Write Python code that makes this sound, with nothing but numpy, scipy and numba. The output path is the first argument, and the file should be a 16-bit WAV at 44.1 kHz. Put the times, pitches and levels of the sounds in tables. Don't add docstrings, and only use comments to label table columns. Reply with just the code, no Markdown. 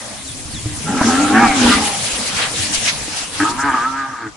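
import sys
import numpy as np
from scipy import signal
from scipy.io import wavfile
from scipy.ndimage import uniform_filter1d
from numba import njit

SR = 44100
rng = np.random.default_rng(int(sys.argv[2]) if len(sys.argv) > 2 else 0)


def pcm_store(signal):
    levels = np.round(np.clip(np.atleast_2d(signal), -1, 1) * 32767)
    wavfile.write(sys.argv[1], SR, levels.astype(np.int16).T)


N = 192452


def from_db(db):
    return 10 ** (np.asarray(db) / 20)


def rms_one(x):
    return x / np.sqrt(np.mean(x ** 2) + 1e-20)


def in_time(rows):
    s, *columns = np.transpose(rows)
    return [np.interp(np.arange(N) / SR, s, c) for c in columns]


def at_hz(points, hz):
    points = np.array(points)
    return np.interp(np.log(hz), np.log(points[:, 0]), points[:, 1])


def drift(rate_hz):
    r = np.exp(-80 * np.pi * rate_hz / SR)
    noise = rng.standard_normal(N // 40 + 2002)
    slow = signal.lfilter([1], [1, -2 * r, r * r], noise)[2000:]
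    return np.interp(np.arange(N) / 40, np.arange(len(slow)), rms_one(slow))


@njit
def resonate(x, turn, r):
    y = np.zeros(len(x))
    for i in range(2, len(x)):
        drive = (1 - r * r) / 2 * (x[i] - x[i - 2])
        y[i] = drive + 2 * r * np.cos(turn[i]) * y[i - 1] - r * r * y[i - 2]
    return y


def mode(x, hz, width_hz):
    turn = 2 * np.pi * hz / SR * np.ones(len(x))
    return resonate(x + 1e-18, turn, np.exp(-np.pi * width_hz / SR))


def double_mode(x, hz, width_hz, second_width_hz):
    return mode(mode(x, hz, width_hz), hz, second_width_hz)


def evened(x):
    size = int(0.062 * SR)
    power = uniform_filter1d(uniform_filter1d(x ** 2, size=size), size=size)
    return x / np.sqrt(power + 1e-12)


def burst(s, length):
    t = np.arange(N) / SR - s
    return np.exp(-(t / (length * np.where(t < 0, 1, 0.71))) ** 2)


def rounded(start, length):
    part = np.clip((np.arange(N) / SR - start) / length, 0, 1)
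    return np.sqrt(np.abs(np.sin(np.pi * part)))


def whistle(start, length, hz, db):
    tone = np.sin(2 * np.pi * np.cumsum(hz) / SR)
    return from_db(db + 1.5 * drift(40)) * rounded(start, length) * tone


def glottal_pulses(cycles, pitch):
    return np.diff(np.floor(cycles), prepend=0) * np.sqrt(SR / pitch)


def noise_bank(density):
    # f/Hz, correlation of left and right [0-1]
    likeness = [(60, 0.037), (170, 0.89), (470, 0.65), (1310, 0.32), (3670, 0.13), (10300, 0.016)]
    # f/Hz, left minus right/dB
    balance = [(30, 2), (60, -4.5), (170, 0), (470, -1), (1310, 2), (3670, -1), (10300, 5)]
    out, together = 0, drift(4)
    edges = 20 * 2 ** np.arange(0, 9.4, 1 / 3)
    white = rng.standard_normal((2, 2, N))
    for k, (low, high) in enumerate(zip(edges, edges[1:])):
        band = signal.butter(2, [low, high], "band", fs=SR, output="sos")
        mid, side = signal.sosfilt(band, white[k % 2])
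        hz = np.sqrt(low * high)
        alike, lean_db = np.clip(at_hz(likeness, hz), 0, 1), at_hz(balance, hz) / 2
        sides = np.sqrt(1 + alike) * mid + np.sqrt(1 - alike) * side * [[1], [-1]]
        flicker = 0.27 * together + 0.42 * drift(1.7) + drift(13.8) + 540 / (400 + hz) * drift(8.9)
        flicker_db = 2 * (1 + 45 / hz) * flicker
        out = out + density(hz) * from_db(flicker_db) * from_db([[lean_db], [-lean_db]]) * sides
    return out


def grass_and_ground():
    # t/s, relative rustle level/dB, relative ground rumble level/dB
    herd = [(0.0, -32, -44.5), (0.3, -38.5, -40), (0.61, -38, -33.5), (0.92, -29.5, -36),
            (1.12, -21.5, -39), (1.42, -26.5, -28.5), (1.62, -18, -40), (1.88, -25.5, -38),
            (2.45, -26.5, -37.5), (2.6, -31.5, -35.5), (2.89, -29.5, -37), (3.23, -34, -40.5),
            (3.33, -30.5, -39), (3.55, -32.5, -36), (3.8, -30.5, -36), (3.96, -37.5, -47.5),
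            (4.36, -43, -47)]
    # f/Hz, relative level per Hz/dB
    rustle = [(120, -44), (200, 0.5), (274, -2), (358, -34), (452, -5.5), (698, -4), (797, -6.5),
              (1110, -3.5), (1360, -7.5), (1740, -7.5), (7560, -11), (10700, -24), (13900, -4),
              (22000, -120)]
    # f/Hz, relative level per Hz/dB
    rumble = [(20, -12), (50, -8), (110, 3), (200, -9.5), (330, -3.5), (500, -43.5)]
    # f/Hz, relative level per Hz/dB
    air = [(240, -45), (400, -3), (818, -32), (1090, -6.5), (1200, -34), (1950, -2), (9740, 2.5),
           (10700, 5.5), (13900, -20), (22000, -120)]
    # t/s, relative level/dB
    hiss = [(0, -41.5), (.9, -37.5), (2.9, -33.5), (3.6, -42.5), (4.36, -78)]
    # peak t/s, relative level/dB, swell length/s, centre f/Hz, width/octaves
    swishes = [(1.661, -43, .05, 5000, 1.2), (1.723, -19.5, 0.08, 2390, 1.56),
               (1.866, -10, 0.038, 5900, 10.5), (2.106, -22, 0.12, 5660, 1.28),
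               (2.266, -23, 0.039, 4050, 1.3), (2.401, -18.5, 0.043, 4000, 1.4),
               (2.434, -18.5, 0.046, 1780, 1.1), (2.613, -21.5, 0.066, 3720, 0.87),
               (2.748, -18.5, 0.01, 6450, 0.76), (2.759, -20.5, 0.022, 3600, 1.2),
               (2.878, -22.5, 0.081, 3720, 0.87), (2.887, -15, 0.023, 2940, 1),
               (3.192, -23.5, 0.073, 2480, 1.56), (3.43, -24, 0.072, 3200, 1.2),
               (3.502, -23.5, 0.016, 5230, 0.61), (3.617, -24.5, 0.017, 6600, 0.29)]
    rustle_db, rumble_db = in_time(herd)
    air_db, = in_time(hiss)
    crackle = from_db(drift(110))
    bursts = []
    for s, db, length, centre, octaves in swishes:
        bursts.append((from_db(2 * db) * burst(s, length) * crackle, centre, octaves))

    def density(hz):
        power = from_db(2 * (rustle_db + at_hz(rustle, hz) + 11))
        power = power + from_db(2 * (rumble_db + at_hz(rumble, hz) + 19.5))
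        power = power + from_db(2 * (air_db + at_hz(air, hz) + 7.5))
        for swish, centre, octaves in bursts:
            shape = np.exp(-(np.log2(hz / centre) / octaves) ** 2)
            power = power + swish * 9000 / (centre * octaves) * shape
        return np.sqrt(power)
    return noise_bank(density)


def insects():
    # f/Hz, width/Hz, starting level before the pan/dB
    bands = [(8950, 74, -69), (9300, 210, -41.5)]
    out = 0
    for hz, width, db in bands:
        out = out + from_db(db) * rms_one(double_mode(rng.standard_normal(N), hz, width, width))
    fade_db_per_s = -10
    return out * from_db(fade_db_per_s * np.arange(N) / SR) * from_db([[2], [-8]])


def moan():
    # t/s, f/Hz, relative level/dB
    glide = [(.19, 272, -60), (0.231, 269.5, -40), (.42, 261.5, -42), (.49, 234, -55), (.55, 216, -41),
             (.62, 262, -43), (.66, 270, -60)]
    hz, db = in_time(glide)
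    return whistle(glide[0][0], glide[-1][0] - glide[0][0], hz, db + 3.5)


def bird():
    # start t/s, start f/Hz, level/dB
    chirps = [(.243, 4650, -35), (.513, 4900, -32)]
    end_hz, wobble_hz, fall_s, length_s = 3340, 70, 0.036, 0.098
    t, out = np.arange(N) / SR, 0
    for s, start_hz, db in chirps:
        fall = (start_hz - end_hz) * np.exp(-((t - s) / fall_s) ** 2)
        out = out + whistle(s, length_s, end_hz + fall + wobble_hz * drift(110), db)
    return out


def hooves():
    # t/s, level of the push/dB, f/Hz
    thuds = [(0.269, -36, 85.5), (0.453, -26, 76.5), (0.535, -25, 64.6), (0.658, -12.5, 118),
             (0.718, -21, 103), (1.013, -25, 101), (1.429, -12.5, 214), (1.45, -30, 55),
             (1.65, -16.5, 67.55), (1.75, -20, 70), (2.131, -28, 55.3), (2.599, -23, 95.5),
             (2.708, -24.5, 210), (2.999, -31, 51.5), (3.08, -24, 284)]
    # f/Hz, level against the push/dB, 60 dB decay time/s
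    soil_hz, soil_db, soil_t60 = (304, -7.5, 0.24)
    cycles_per_20_db = 5.4
    out, t = np.zeros(N), np.arange(SR // 4) / SR
    ring = from_db(soil_db - 60 * t / soil_t60) * np.sin(2 * np.pi * soil_hz * t)
    onset = 1 - np.exp(-t / 0.00018)
    for s, db, hz in thuds:
        push = np.sin(2 * np.pi * hz * t) * from_db(-20 * t * hz / cycles_per_20_db)
        i = round(s * SR)
        out[i:i + len(t)] += from_db(db) * (push + ring) * onset
    return out


def call(rows, voice_type, rough, jitter, pulse_s, attack_s, chest_opens, chest_follows, nasal):
    # f/Hz, width/Hz, relative level/dB
    roar_modes = [(135, 25, -12), (530, 420, 5), (1070, 110, 3), (2200, 280, -3), (2820, 300, 2)]
    # f/Hz, width/Hz, level against the chest/dB
    low_hz, low_width, low_db = (17, 173, -17.5)
    # mode f/Hz, width/Hz, level against the chest/dB, notch f/Hz, notch width/Hz
    nose_hz, nose_width, nose_db, notch_hz, notch_width = (403, 50, -13.5, 535, 105)
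    upper_hz, upper_width = 1518, 255
    pitch, chest_db, throat_db, mouth_db, upper_db, throat_hz, mouth_hz = in_time(rows)
    chest_hz, chest_width, throat_width, mouth_width, roar_db = voice_type
    t, start, end = np.arange(N) / SR, rows[0][0], rows[-1][0]

    chest_hz = chest_hz + chest_follows * (3 * pitch - chest_hz)
    drop, open_s = chest_opens
    chest_hz = chest_hz * (1 - drop * np.exp(-(np.clip(t - start, 0, None) / open_s) ** 2))

    cycles = np.cumsum(pitch * (1 + jitter * drift(40))) / SR
    cycles -= cycles[round(pulse_s * SR)]
    pulses = glottal_pulses(cycles, pitch) * from_db(2.2 * rough * drift(150))
    breath = rng.standard_normal(N) * np.exp(-2.5 * (cycles % 1)) * 14.5
    smooth = pulses + 0.33 * rough * breath
    hoarse = np.sqrt(1 - rough ** 2) * pulses + rough * breath

    chest = double_mode(smooth, chest_hz, chest_width, 2 * chest_width)
    throat = double_mode(smooth, throat_hz, throat_width, 5.7 * throat_width)
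    mouth = double_mode((smooth + hoarse) / 2, mouth_hz, mouth_width, 2.3 * mouth_width)
    upper = double_mode(hoarse, upper_hz, upper_width, 2 * upper_width)
    undertone = double_mode(smooth, low_hz, low_width, low_width)
    nose = double_mode(smooth, nose_hz, nose_width, nose_width)

    air = rng.standard_normal((3, N))
    wide_air = air[0] + 0.5 * signal.lfilter([1, -1], [1, -0.95], air[1:])
    rush = wide_air * np.exp(-1.1 * (cycles % 1)) + 0.2 * pulses
    roar = 0
    for k, (hz, width, db) in enumerate(roar_modes):
        roar = roar + (-1) ** k * from_db(db) * np.array([mode(side, hz, width) for side in rush])

    voice = from_db(chest_db) * evened(chest) + from_db(throat_db) * evened(throat)
    voice += from_db(mouth_db) * evened(mouth) + from_db(upper_db) * evened(upper)
    voice += from_db(chest_db + low_db) * evened(undertone)
    voice += from_db(chest_db + nose_db) * evened(nose)
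    voice = voice + from_db(mouth_db + roar_db) * rms_one(roar)
    voice -= nasal * np.array([mode(side, notch_hz, notch_width) for side in voice])
    return voice * np.clip(np.minimum((t - start) / attack_s, (end - t) / 0.0096), 0, 1)


def long_call():
    # t/s, pitch f/Hz, chest, throat, mouth and upper mouth level/dB, throat f/Hz, mouth f/Hz
    rows = [(0.8, 58.6, -42, -49, -59, -70, 790, 1280), (0.844, 70.6, -24, -62, -47, -50, 790, 1360),
            (0.882, 84.1, -20.5, -27, -24.5, -27, 830, 1360),
            (0.918, 95.75, -20.5, -25.5, -35, -34, 790, 1405),
            (0.95, 89.8, -15.5, -29, -26.5, -34, 820, 1326),
            (1.028, 75.97, -31, -29, -23.5, -20, 820, 1360), (1.06, 75.4, -9.5, -36, -29, -30, 800, 1290),
            (1.1, 83.4, -14.5, -21, -22.5, -26, 790, 1305),
            (1.155, 87.57, -17.5, -26.5, -22.5, -22, 775, 1350),
            (1.226, 99.16, -13, -23.5, -21.5, -36, 800, 1377),
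            (1.285, 98.43, -18, -26, -23.5, -25, 807, 1330), (1.31, 100.9, -13.5, -20, -28, -32, 805, 1410),
            (1.37, 112.5, -16.5, -17, -33, -12, 760, 1320),
            (1.43, 115.9, -18, -11.5, -15.5, -21, 807, 1332),
            (1.49, 99.1, -22.5, -14.5, -28, -34, 800, 1320), (1.542, 95.4, -20.5, -25, -46, -31, 760, 1250),
            (1.618, 79.48, -15, -30, -35, -28, 836, 1531), (1.67, 80.13, -7.5, -25, -26.5, -29, 823, 1416),
            (1.705, 82, -12.5, -26, -23, -19, 840, 1347), (1.73, 72.7, -22.5, -42, -23, -25, 800, 1314),
            (1.786, 71.86, -16.5, -23.5, -29, -45, 810, 1190),
            (1.848, 74.1, -27.5, -24.5, -37, -55, 839, 1300),
            (1.958, 72.3, -41, -26.5, -43, -57, 810, 1299), (2.03, 70, -55, -59, -64, -65, 815, 1336)]
    # chest f/Hz, chest, throat and mouth width/Hz, roar level against the mouth/dB
    voice_type = (253, 48.5, 34, 60, 3)
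    # starting drop [share of its f], opening time/s
    chest_opens = (0.4, 0.11)
    return call(rows, voice_type, rough=0.28, jitter=0.006, pulse_s=0.88, attack_s=0.08,
                chest_opens=chest_opens, chest_follows=0.28, nasal=0.1)


def short_call():
    # t/s, pitch f/Hz, chest, throat, mouth and upper mouth level/dB, throat f/Hz, mouth f/Hz
    rows = [(3.37, 98, -39, -37, -42, -40, 859, 1310), (3.398, 100, -29, -32, -33, -29, 855, 1310),
            (3.4025, 100.5, -19, -23, -23, -16, 850, 1310), (3.418, 101, -16, -25, -22, -18, 880, 1290),
            (3.434, 101.5, -14.5, -31, -21, -17, 930, 1230),
            (3.45, 103.1, -23.5, -22.5, -19.5, -35, 890, 1230),
            (3.474, 112.2, -31, -23, -13, -25, 926, 1294), (3.49, 116.1, -25.5, -23, -24, -30, 920, 1260),
            (3.528, 119.7, -31.5, -28.5, -28, -37, 954, 1260),
            (3.566, 124.2, -33, -31, -36, -41, 960, 1340), (3.596, 137.6, -25.5, -21, -22, -23, 960, 1330),
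            (3.62, 137.8, -43, -30, -18, -22, 926, 1330), (3.638, 141.3, -24, -24, -25, -19.5, 950, 1260),
            (3.662, 143, -24, -18.5, -23, -20, 916, 1250),
            (3.688, 136.1, -24.5, -16, -16, -18.5, 940, 1200),
            (3.714, 125.9, -29, -25, -23, -22.5, 930, 1230), (3.746, 130, -24, -22, -15.5, -22, 900, 1216),
            (3.78, 117.9, -38, -22.5, -17, -26, 907, 1200), (3.816, 120.2, -38, -30, -19.5, -23, 943, 1180),
            (3.854, 128.6, -36, -28, -19, -22, 950, 1293), (3.874, 132.7, -34, -27, -16, -38, 935, 1300),
            (3.912, 133.2, -31, -36, -22.5, -41, 950, 1273), (3.94, 134, -31, -27, -25, -35, 930, 1300),
            (3.964, 136.9, -32, -30, -23, -25, 940, 1300), (3.99, 137.5, -33, -33, -22, -23, 926, 1290),
            (4.05, 134.4, -34.5, -34, -23, -27, 840, 1215), (4.078, 133.6, -44, -29, -32, -34.5, 876, 1210),
            (4.108, 133.3, -37, -42, -30, -33, 897, 1218), (4.142, 125.5, -40, -36, -26, -34, 920, 1220),
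            (4.178, 116.8, -53, -36, -35, -35, 920, 1240), (4.22, 117, -34, -35, -29.5, -28, 916, 1222),
            (4.248, 110.6, -32, -41, -31, -33, 880, 1260), (4.272, 104.9, -27, -39, -42, -30, 873, 1230),
            (4.294, 106.0, -38, -50, -46, -43, 869, 1238), (4.31, 106.9, -47, -55, -63, -59, 870, 1247)]
    # chest f/Hz, chest, throat and mouth width/Hz, roar level against the mouth/dB
    voice_type = (291, 46, 93, 65, -12)
    # t/s, share of breath [0-1]
    roughness = [(3.37, .2), (3.5, .2), (3.58, .1), (3.69, .1), (3.72, .24), (3.76, .2), (3.79, .07),
                 (4.04, .06), (4.08, .22), (4.31, .18)]
    return call(rows, voice_type, rough=in_time(roughness)[0], jitter=0.003, pulse_s=3.4015,
                attack_s=0.03, chest_opens=(0, 1), chest_follows=0, nasal=1)


def widening(voice):
    # delay t/s, left level/dB, right level/dB
    copies = [(.0043, -11, -20), (.0071, -13.5, -21.5), (.023, -14, -14.5), (0.046, -13, -30)]
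    bright = signal.sosfilt(signal.butter(1, 600, "high", fs=SR, output="sos"), voice)
    out = np.zeros_like(voice)
    for s, left_db, right_db in copies:
        gains = from_db([[left_db], [right_db]]) * [[1], [-1]]
        out += gains * np.roll(bright, round(s * SR), axis=1)
    return out


def knock():
    # f/Hz, relative level/dB, 60 dB decay time/s
    modes = [(280, 1.5, 0.06), (656, -7.5, 0.081), (773, -5, 0.053), (990, -1, 0.041), (1430, -11, 0.068),
             (1840, -21, 0.035)]
    knock_s, knock_db = 1.013, -6
    t = np.clip(np.arange(N) / SR - knock_s, 0, None)
    out = 0
    for hz, db, t60 in modes:
        out = out + from_db(knock_db + db - 60 * t / t60) * np.sin(2 * np.pi * hz * t)
    return out


def rasps():
    # t/s, f/Hz
    pulse_rate = [(1.32, 220), (1.378, 224), (1.4, 237), (1.43, 241), (1.46, 232), (1.494, 219),
                  (1.53, 206), (1.64, 160), (1.68, 160), (1.71, 199), (1.76, 200)]
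    # peak t/s, level/dB, swell length/s, centre f/Hz
    swells = [(1.364, -18, 0.042, 1140), (1.369, -17.5, 0.031, 1690), (1.413, -39, .03, 2130),
              (1.443, -13, .04, 1085), (1.44, -19, 0.063, 1680), (1.48, -22, 0.11, 2170),
              (1.67, -16.5, 0.014, 890), (1.734, -14, 0.026, 1260), (1.735, -21, 0.044, 1930)]
    # start t/s, length/s, peak level/dB
    tone_s, tone_length, tone_db = (1.33, 0.15, -10.5)
    jitter, breath, width_hz = 0.014, 0.4, 271
    pitch, = in_time(pulse_rate)
    cycles = np.cumsum(pitch * (1 + jitter * drift(40))) / SR
    source = glottal_pulses(cycles, pitch) + breath * rng.standard_normal(N)
    out = from_db(tone_db) * rounded(tone_s, tone_length) * np.sin(2 * np.pi * cycles)
    for s, db, length, hz in swells:
        ringing = rms_one(double_mode(source, hz, width_hz, 2 * width_hz))
        out = out + from_db(db) * burst(s, length) * ringing
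    return out


def scene():
    voice = long_call() + short_call() + rasps()
    surroundings = grass_and_ground() + insects() + moan() + bird() + hooves()
    return surroundings + voice + widening(voice) + knock()


def record(dry):
    low_pass = signal.ellip(12, 0.5, 75, 10800, fs=SR, output="sos")
    return signal.sosfilt(low_pass, np.clip(dry, -1, 1))


dry = scene()
out = record(dry)
pcm_store(out)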